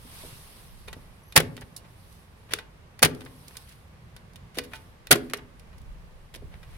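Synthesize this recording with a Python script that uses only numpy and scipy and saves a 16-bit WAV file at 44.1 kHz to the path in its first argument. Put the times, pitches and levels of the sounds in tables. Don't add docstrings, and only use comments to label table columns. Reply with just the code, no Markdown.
import sys
import numpy as np
from scipy import signal
from scipy.fft import rfft, irfft, next_fast_len
from scipy.io import wavfile
from scipy.ndimage import uniform_filter1d, map_coordinates

SR = 44100
rng = np.random.default_rng(int(sys.argv[2]) if len(sys.argv) > 2 else 0)


def file_out(sig):
    cols = np.atleast_2d(sig).T
    lim = np.clip(cols, -1, 1)
    pcm = np.round(lim * 32767).astype(np.int16)
    wavfile.write(sys.argv[1], SR, pcm)


N = 298557

# (strike time [s], strike level [dB], trigger lead [ms], coil lead [ms], rebound delay [ms],
# rebound level [dB], settle delay [ms], settle level [dB], extra coil push [dB], panel pitch [Hz],
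# panel level [dB])
SHOTS = [(1.3598, 3, 36.7, 3.76, 13.8, 1, 40, -11, -6.5, 156, -13.5),
         (3.0261, 2, 35, 5.9, 21, -5, 27.7, -8.5, -3, 87.3, -16),
         (5.1095, 3, 39.3, 2.3, 14.3, -1, 44.3, -17.5, 2, 139.4, -20.5)]
# (shell pitch [Hz], steel [dB], ring [dB], rattle [ms],
# fade [ms], left over right [dB], push on the frame [dB], push pitch [Hz], early push fade [ms])
SHOT_STAGES = [(1510, 1, -13, 6, 35, -2, -13.5, 370, 86), (2050, 1, -13, 6.1, 72, -2.5, -22, 320, 54),
               (2020, 4.2, -21.5, 2.9, 49, 1, -20.5, 290, 96),
               (1700, -3.5, -18.5, 5.8, 38, 0, -14, 390, 31)]


def staple_shots():
    coil_db, panel_lag_s, panel_fade_ms = -15, .014, 100
    hits, pushes = [], []
    for (s, strike_db, _, coil_ms, rebound_ms, rebound_db, settle_ms, settle_db,
         coil_push_db, panel_hz, panel_db) in SHOTS:
        times = s + np.array([-coil_ms, 0, rebound_ms, settle_ms]) / 1000
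        levels = (coil_db, strike_db, rebound_db, settle_db)
        for at, db, extra_db, stage in zip(times, levels, (coil_push_db, 0, 0, 0), SHOT_STAGES):
            *tone, push_db, push_hz, push_fade_ms = stage
            hits.append((at, db, *tone))
            pushes.append((at, push_db + extra_db, push_hz, push_fade_ms))
        pushes.append((s + panel_lag_s, panel_db, panel_hz, panel_fade_ms))
    return hits, pushes


# (frequency [Hz], level [dB])
SHELL_TONE = [(180, -38), (300, 2.5), (603, 3.5), (957, -8.5), (1330, -5), (1980, -7), (2140, -5.5),
              (2710, -9), (3130, -6.5), (3390, -8.5), (7000, -17), (9100, -45), (15400, -120)]
# (frequency [Hz], level [dB])
STEEL_TONE = [(2350, -33), (4000, -6.5), (4520, -2.5), (5830, -5), (7690, -7), (10300, -0.5),
              (14200, -11.5), (15300, -9.5), (16000, -14)]
# (pitch [Hz], level [dB], fade [s])
RAIL_NOTES = [(887, -1.5, 1), (1060, -8, 0.55), (1515, -3.5, 0.2), (1940, 1, 0.081), (2440, -0.5, 0.098),
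              (2868, -9, 0.38), (3140, -8.5, 0.033), (3676, 5, 0.064), (4100, -4.5, 0.092),
              (4500, -5, 0.11), (5100, 0.5, 0.041), (5485, -3, 0.084), (6420, -12.5, .05), (8200, -9, .05),
              (8400, -5.5, 0.065), (9800, -4, .05)]
# (frequency [Hz], likeness [1 = the same])
TOOL_LIKENESS = [(300, 0.89), (1000, 0.5), (3000, 0.19), (12000, 0.043)]


def stapler_body(hits, rise_s, steel_life, steel_lead_s, chatter_db, ring_gain_db, damping_db_per_s,
                 snap_gain, scrape):
    out, t = np.zeros((2, N + SR)), np.arange(SR // 5) / SR
    rail = ringing_notes(RAIL_NOTES, t, spread=.004, count=3)
    hz = np.geomspace(150, 16000, num=30)
    for s, db, centre_hz, steel_db, ring_db, rattle_ms, fade_ms, pan_db in hits:
        fallen_db = 60 * np.maximum(1000 * t - rattle_ms, 0) / max(fade_ms, 4)
        tone = np.c_[hz, value_at(SHELL_TONE, hz) - 3.5 * np.log2(hz / centre_hz) ** 2]
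        shell = stereo_noise(tone, TOOL_LIKENESS, len(t), lead_s=.0001) * pan(3) * amp(-fallen_db)
        steel = stereo_noise(STEEL_TONE, TOOL_LIKENESS, len(t), steel_lead_s) * pan(-3)
        steel *= amp(steel_db - fallen_db / steel_life)
        chatter = amp(chatter_db * unit(uniform_filter1d(rng.standard_normal(len(t)), size=50)))
        ring = strike(rail, centre_hz, focus_db=7, stereo=0.22, thud=0.41)
        ring *= amp(ring_db + ring_gain_db - damping_db_per_s * t)
        snap = 1 + snap_gain * amp(-60 * t / 0.0086 - 2 * rattle_ms)
        onset = 1 - np.exp(-t / (rise_s + scrape * max(rattle_ms - 5, 0) / 1000))
        sound = onset * ((shell + steel) * chatter * snap + ring)
        out[:, round(s * SR):][:, :len(t)] += amp(db - 12) * sound * pan(pan_db)
    return out[:, :N]


# (pitch [Hz], level [dB], fade [s])
TIMBER_NOTES = [(61, -9.5, .3), (90.6, -4, .4), (131, -5.5, 0.92), (153.4, 1.5, 0.29), (217, -8, 0.37),
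                (237, -4, 0.88), (277.4, -4, 0.96), (340, -4.5, 0.45), (367, -2, 0.13), (426.1, 2.5, 0.38),
                (462, -6, 0.22), (543, -6, 0.69), (651, 3, 0.073), (700.4, -12.5, .25), (980.4, -15, .3)]


def timber_frame(pushes):
    out, t = np.zeros((2, N + SR)), np.arange(SR // 2) / SR
    frame = ringing_notes(TIMBER_NOTES, t, spread=.06, count=6)
    onset, hum = 1 - np.exp(-t / 0.0026), amp(-13 - 15 * t)
    for s, db, centre_hz, early_fade_ms in pushes:
        knock = amp(-60 * 1000 * t / early_fade_ms)
        ring = strike(frame, centre_hz, focus_db=10, stereo=0.32, thud=0.66)
        out[:, round(s * SR):][:, :len(t)] += amp(db) * onset * (knock + hum) * ring
    return out[:, :N]


# (time [s], level [dB], steel [dB], ring [dB], rattle [ms])
CLICKS = [(0.873, -38, -8, -11.5, 13), (0.8807, -27, -10, -8, 2.5), (0.928, -29.5, -7.5, -11.5, 5.2),
          (1.5671, -33, -1.5, -14, 1.04), (1.577, -32.5, -16, -8, 2), (1.609, -43, 2.5, -10, 6.9),
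          (1.616, -31, -22, -15, 7.5), (1.764, -48, 21.5, 14.5, 2), (1.8425, -42, -20, -7, 10.6),
          (2.1262, -56, 11, -12.5, 1.02), (2.487, -44, -12.5, -8, 11), (2.5063, -31, -9.5, -9.5, 12),
          (2.5186, -25.5, -9, -13.5, 4.9), (2.526, -32, -14, -15.5, 7.6), (2.5354, -11.5, -3, -20.5, 1.7),
          (2.587, -29.5, -9, 2, 3.6), (3.148, -45.5, 4, -8, 3.6), (3.2067, -38, -4.5, -7, 2),
          (3.216, -34.5, -13, -9, 1.1), (3.250, -51, 10.5, -12, 2.05), (3.2599, -34.5, -22, -11, 6.8),
          (3.4801, -41.5, 7.5, -14, 3.5), (3.5077, -39, -10, -17, 0.86), (3.554, -41, -11.5, -4, 2.6),
          (3.5688, -30, 6, -10, .9), (3.66, -45.5, -4.5, 0, 66), (3.6908, -50.5, 9, -15, 3),
          (4.164, -39, -4, -6, 3), (4.3338, -55, 7.5, -6, 1.5), (4.358, -36.5, -1, -11.5, 1.9),
          (4.5425, -36.5, -5, -33.5, 18.4), (4.5666, -30, -4, -12, 17), (4.5855, -10.5, -5.5, -15.5, 0.83),
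          (4.632, -37.5, -1.5, -11, 16.6), (4.713, -40, -14, -13.5, 14), (4.7332, -29, -12.5, -1, 3),
          (4.736, -35, -6.5, -7, 29), (5.2979, -36.5, -2.5, -5.5, 1.9), (5.309, -38, -11, -18, 2.5),
          (5.3346, -13, -8, -13.5, 2.9), (5.371, -47, 9.5, -14, 3.8), (5.381, -36.5, -23, -8, 9.7),
          (5.5954, -45.5, 1.5, -4, 1), (5.7294, -45, -12, -0.5, 1.9), (5.7815, -54, 7, -12, 0.85),
          (5.8154, -56, 7.5, -12, 1.33), (6.338, -32, -5.5, -11, 11), (6.355, -37, 1, -17, 7.5),
          (6.512, -40.5, -24, -5.5, 31), (6.6292, -42.5, -11, 0, 7), (6.66, -47.5, -8, -8.5, 117)]
# (level [dB], steel [dB], ring [dB], rattle [ms])
TRIGGER_CLICK = (-29, -4, -10.5, 0.6)
# (time [s], level [dB], pitch [Hz])
SOFT_BUMPS = [(.051, -39.5, 266), (0.236, -35.5, 660), (.239, -36, 295), (0.327, -36, 108.7),
              (.879, -39, 420), (.963, -37.5, 378.3), (0.966, -37, 90), (4.573, -22.5, 359.7),
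              (4.587, -25.5, 366), (6.36, -39.5, 400), (6.422, -36, 352.5), (6.443, -32, 72)]


def handling():
    pan_db, nudge_db, nudge_hz, push_fade_ms = -2.5, -17, 480, 51
    triggers = [(s - lead_ms / 1000, *TRIGGER_CLICK) for s, _, lead_ms, *_ in SHOTS]
    hits = []
    for s, db, steel_db, ring_db, rattle_ms in CLICKS + triggers:
        centre_hz = np.clip(3550 * 2 ** (steel_db / 12), 1600, 5600)
        fade_ms = 52 * amp(0.29 * ring_db) + 1.5 * rattle_ms
        hits.append((s, db, centre_hz, steel_db, ring_db, rattle_ms, fade_ms, pan_db))
    nudges = [(s, db + nudge_db, nudge_hz) for s, db, *_ in CLICKS]
    return hits, [(*push, push_fade_ms) for push in nudges + SOFT_BUMPS]


# (time [s], pitch [Hz], level [dB])
SPRING_NOTE = [(1.2, 5655, -79.5), (1.26, 6050, -64), (1.31, 6.1e3, -69), (1.325, 6.1e3, -66.5)]


def spring_squeak():
    hz, db = curves(SPRING_NOTE)
    t = np.arange(N) / SR
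    phase = 2 * np.pi * np.cumsum(hz * (1 + .02 * wobble(1500))) / SR
    sounding = (t > SPRING_NOTE[0][0]) & (t < SPRING_NOTE[-1][0])
    return sounding * amp(db - 7 + 5 * wobble(200)) * (np.sin(phase) + amp(8) * np.sin(1.89 * phase))


# (frequency [Hz], fade [s])
ECHO_FADE = [(100, 0.93), (500, 0.58), (2000, 0.31), (6000, 0.19), (14000, 0.16)]
# (frequency [Hz], likeness [1 = the same])
ROOM_LIKENESS = [(25, .3), (60, 0.98), (180, 0.94), (550, .35), (1650, -.1), (15000, 0.021)]


def shed_echo(x):
    out, step = np.zeros((2, N + 2 * SR)), SR // 2
    for at in range(0, N, step):
        hz, t, noise = signal.stft(rng.standard_normal((2, SR * 3 // 5)), SR, nperseg=256)
        width = stereo_width(ROOM_LIKENESS, hz)[:, None]
        stereo = noise[0] * np.cos(width) + noise[1] * np.sin(width) * [[[1]], [[-1]]]
        fade = amp(-60 * t / value_at(ECHO_FADE, hz)[:, None])
        tail = signal.istft(stereo * fade, SR, nperseg=256)[1]
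        echo = signal.fftconvolve(x[:, at:at + step], tail / np.linalg.norm(tail[0]), axes=1)
        out[:, at:at + echo.shape[1]] += echo
    return out[:, :N]


# (time [s], level [dB])
SLEEVE_LEVELS = [(0.0, -56), (0.13, -47.5), (0.28, -47), (0.53, -54), (0.94, -62), (1.26, -68),
                 (1.47, -61.5), (1.8, -67.5), (2.13, -59), (2.3, -66.5), (3.04, -75.5), (3.18, -60.5),
                 (3.6, -55.5), (3.92, -71.5), (4.56, -73), (4.73, -61), (4.86, -64), (5.08, -81),
                 (5.24, -60), (5.4, -73), (6.3, -71.5), (6.77, -64.5)]
# (frequency [Hz], level [dB])
CLOTH_TONE = [(400, -31), (700, -10), (1060, -6), (1420, -12), (2880, -10), (3700, -9), (5000, -10),
              (7200, -19.5), (8500, -10.5), (10300, -9), (11300, -9), (12300, -12.5), (14900, -17.5),
              (16300, -25)]


def sleeve_rustle():
    db = curves(SLEEVE_LEVELS)[0] + 0.54 * wobble(12) + 0.59 * wobble(120)
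    return amp(db) * patchy(stereo_noise(CLOTH_TONE, ROOM_LIKENESS, N), depth_db=1.5)


# (time [s], rumble [dB], draught [dB])
LOW_LEVELS = [(0.0, -51, -62), (.3, -52.5, -56), (.65, -57, -55.5), (.89, -52.5, -45.5), (1.2, -54.5, -63),
              (2.8, -52.5, -63), (3.4, -54.5, -63.5), (4.1, -51, -68.5), (5.0, -53, -60),
              (5.55, -54, -57.5), (5.9, -48.5, -43), (6.3, -54, -55), (6.47, -48, -41), (6.64, -51.5, -54),
              (6.77, -50.5, -41)]
# (frequency [Hz], level [dB])
RUMBLE_TONE = [(26, -30), (45, 5), (173, -2), (253, -21), (280, -29), (313, -24.5), (400, -21), (520, -47),
               (880, -120)]
# (frequency [Hz], level [dB])
DRAUGHT_TONE = [(8, -17), (25, 2.5), (45, -4), (80, -15), (200, -59)]


def rumble_and_draught():
    rumble_db, draught_db = curves(LOW_LEVELS)
    throb_db = 0.83 * wobble(2.6) + 1.8 * wobble(37)
    rumble = amp(rumble_db + throb_db) * stereo_noise(RUMBLE_TONE, ROOM_LIKENESS, N)
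    puff_db, rise_s, fall_s = -44.5, .02, .05
    since_shot = np.maximum(np.arange(N) / SR - np.array(SHOTS)[:, :1], 0)
    puffs = amp(puff_db) * np.sum((1 - np.exp(-since_shot / rise_s)) * np.exp(-since_shot / fall_s), axis=0)
    return rumble + (amp(draught_db) + puffs) * stereo_noise(DRAUGHT_TONE, [(30, 0.22)], N)


# (frequency [Hz], level [dB])
HUSH_TONE = [(120, -30.5), (200, -4), (283, -11.5), (500, -8.5), (748, -12), (1180, -11), (1300, -15.5),
             (1940, -15.5), (7390, -32), (10300, -34.5), (16000, -44.5)]


def air_hush():
    return amp(-58 + .7 * wobble(6)) * stereo_noise(HUSH_TONE, ROOM_LIKENESS, N)


def amp(db):
    return 10 ** (np.asarray(db) / 20)


def pan(db):
    return amp([[db / 2], [-db / 2]])


def unit(x):
    return x / np.sqrt(np.mean(x ** 2) + 1e-20)


def value_at(points, hz):
    known_hz, values = np.transpose(points)
    return np.interp(np.log(hz + 1), np.log(known_hz + 1), values)


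def curves(rows):
    times, *columns = np.transpose(rows)
    return [np.interp(np.arange(N) / SR, times, column) for column in columns]


def wobble(rate):
    return map_coordinates(rng.standard_normal(int(N * rate / SR) + 4), [np.arange(N) * rate / SR])


def stereo_width(likeness, hz):
    return np.arccos(np.clip(value_at(likeness, hz), -1, 1)) / 2


def stereo_noise(tone, likeness, size, lead_s=0):
    padded = next_fast_len(size)
    hz = np.fft.rfftfreq(padded, 1 / SR)
    width = stereo_width(likeness, hz)
    noise = rfft(rng.standard_normal((2, padded))) * amp(value_at(tone, hz))
    mid, side = noise * [np.cos(width), np.sin(width)]
    shift = np.exp(1j * np.pi * hz * lead_s)
    return unit(irfft([(mid + side) * shift, (mid - side) / shift], padded)[:, :size])


def patchy(x, depth_db):
    spectrum = signal.stft(x, nperseg=256)[2]
    patches = uniform_filter1d(rng.standard_normal(spectrum.shape[1:]), size=4, axis=0)
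    patches = uniform_filter1d(patches, size=14, axis=1)
    return unit(signal.istft(spectrum * amp(depth_db * unit(patches)), nperseg=256)[1][:, :N])


def ringing_notes(table, t, spread, count):
    hz, db, fade_s = np.repeat(table, count, axis=0).T[..., None]
    hz = hz * (1 + spread * rng.standard_normal(hz.shape))
    return hz[:, 0], amp(db - 60 * t / fade_s) * np.exp(2j * np.pi * hz * t)


def strike(notes, centre_hz, focus_db, stereo, thud):
    hz, waves = notes
    shared, side = rng.standard_normal((2, len(hz))) + 1j * rng.standard_normal((2, len(hz)))
    focus = amp(-focus_db * np.log2(hz / centre_hz) ** 2)
    weight = (shared - 1j * thud + stereo * side * [[1], [-1]]) * focus
    return (weight @ waves).real / np.linalg.norm(weight[0])


def scene():
    shot_hits, shot_pushes = staple_shots()
    click_hits, handling_pushes = handling()
    shots = stapler_body(shot_hits, rise_s=0.002, steel_life=0.48, steel_lead_s=.0004, chatter_db=2,
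                         ring_gain_db=2, damping_db_per_s=250, snap_gain=0.14, scrape=0)
    clicks = stapler_body(click_hits, rise_s=0.00053, steel_life=0.75, steel_lead_s=.0001, chatter_db=3.5,
                          ring_gain_db=8, damping_db_per_s=130, snap_gain=1.6, scrape=0.43)
    frame = timber_frame(shot_pushes + handling_pushes)
    echo = amp(-20.5) * shed_echo(shots + amp(5.5) * clicks + amp(6) * frame)
    squeak = spring_squeak()
    background = rumble_and_draught() + sleeve_rustle() + air_hush()
    return shots + clicks + frame + echo + squeak + background * pan(-1.4)


def record(dry):
    ceiling, top_hz, slope_hz = .85, 16250, 300
    rounded = dry / (1 + np.abs(dry / ceiling) ** 5) ** (1 / 5)
    size = next_fast_len(N + 8192)
    edge = np.clip((top_hz - np.fft.rfftfreq(size, 1 / SR)) / slope_hz, 0, 1)
    return irfft(rfft(rounded, size) * np.sin(edge * np.pi / 2) ** 2, size)[:, :N]


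dry = scene()
out = record(dry)
file_out(out)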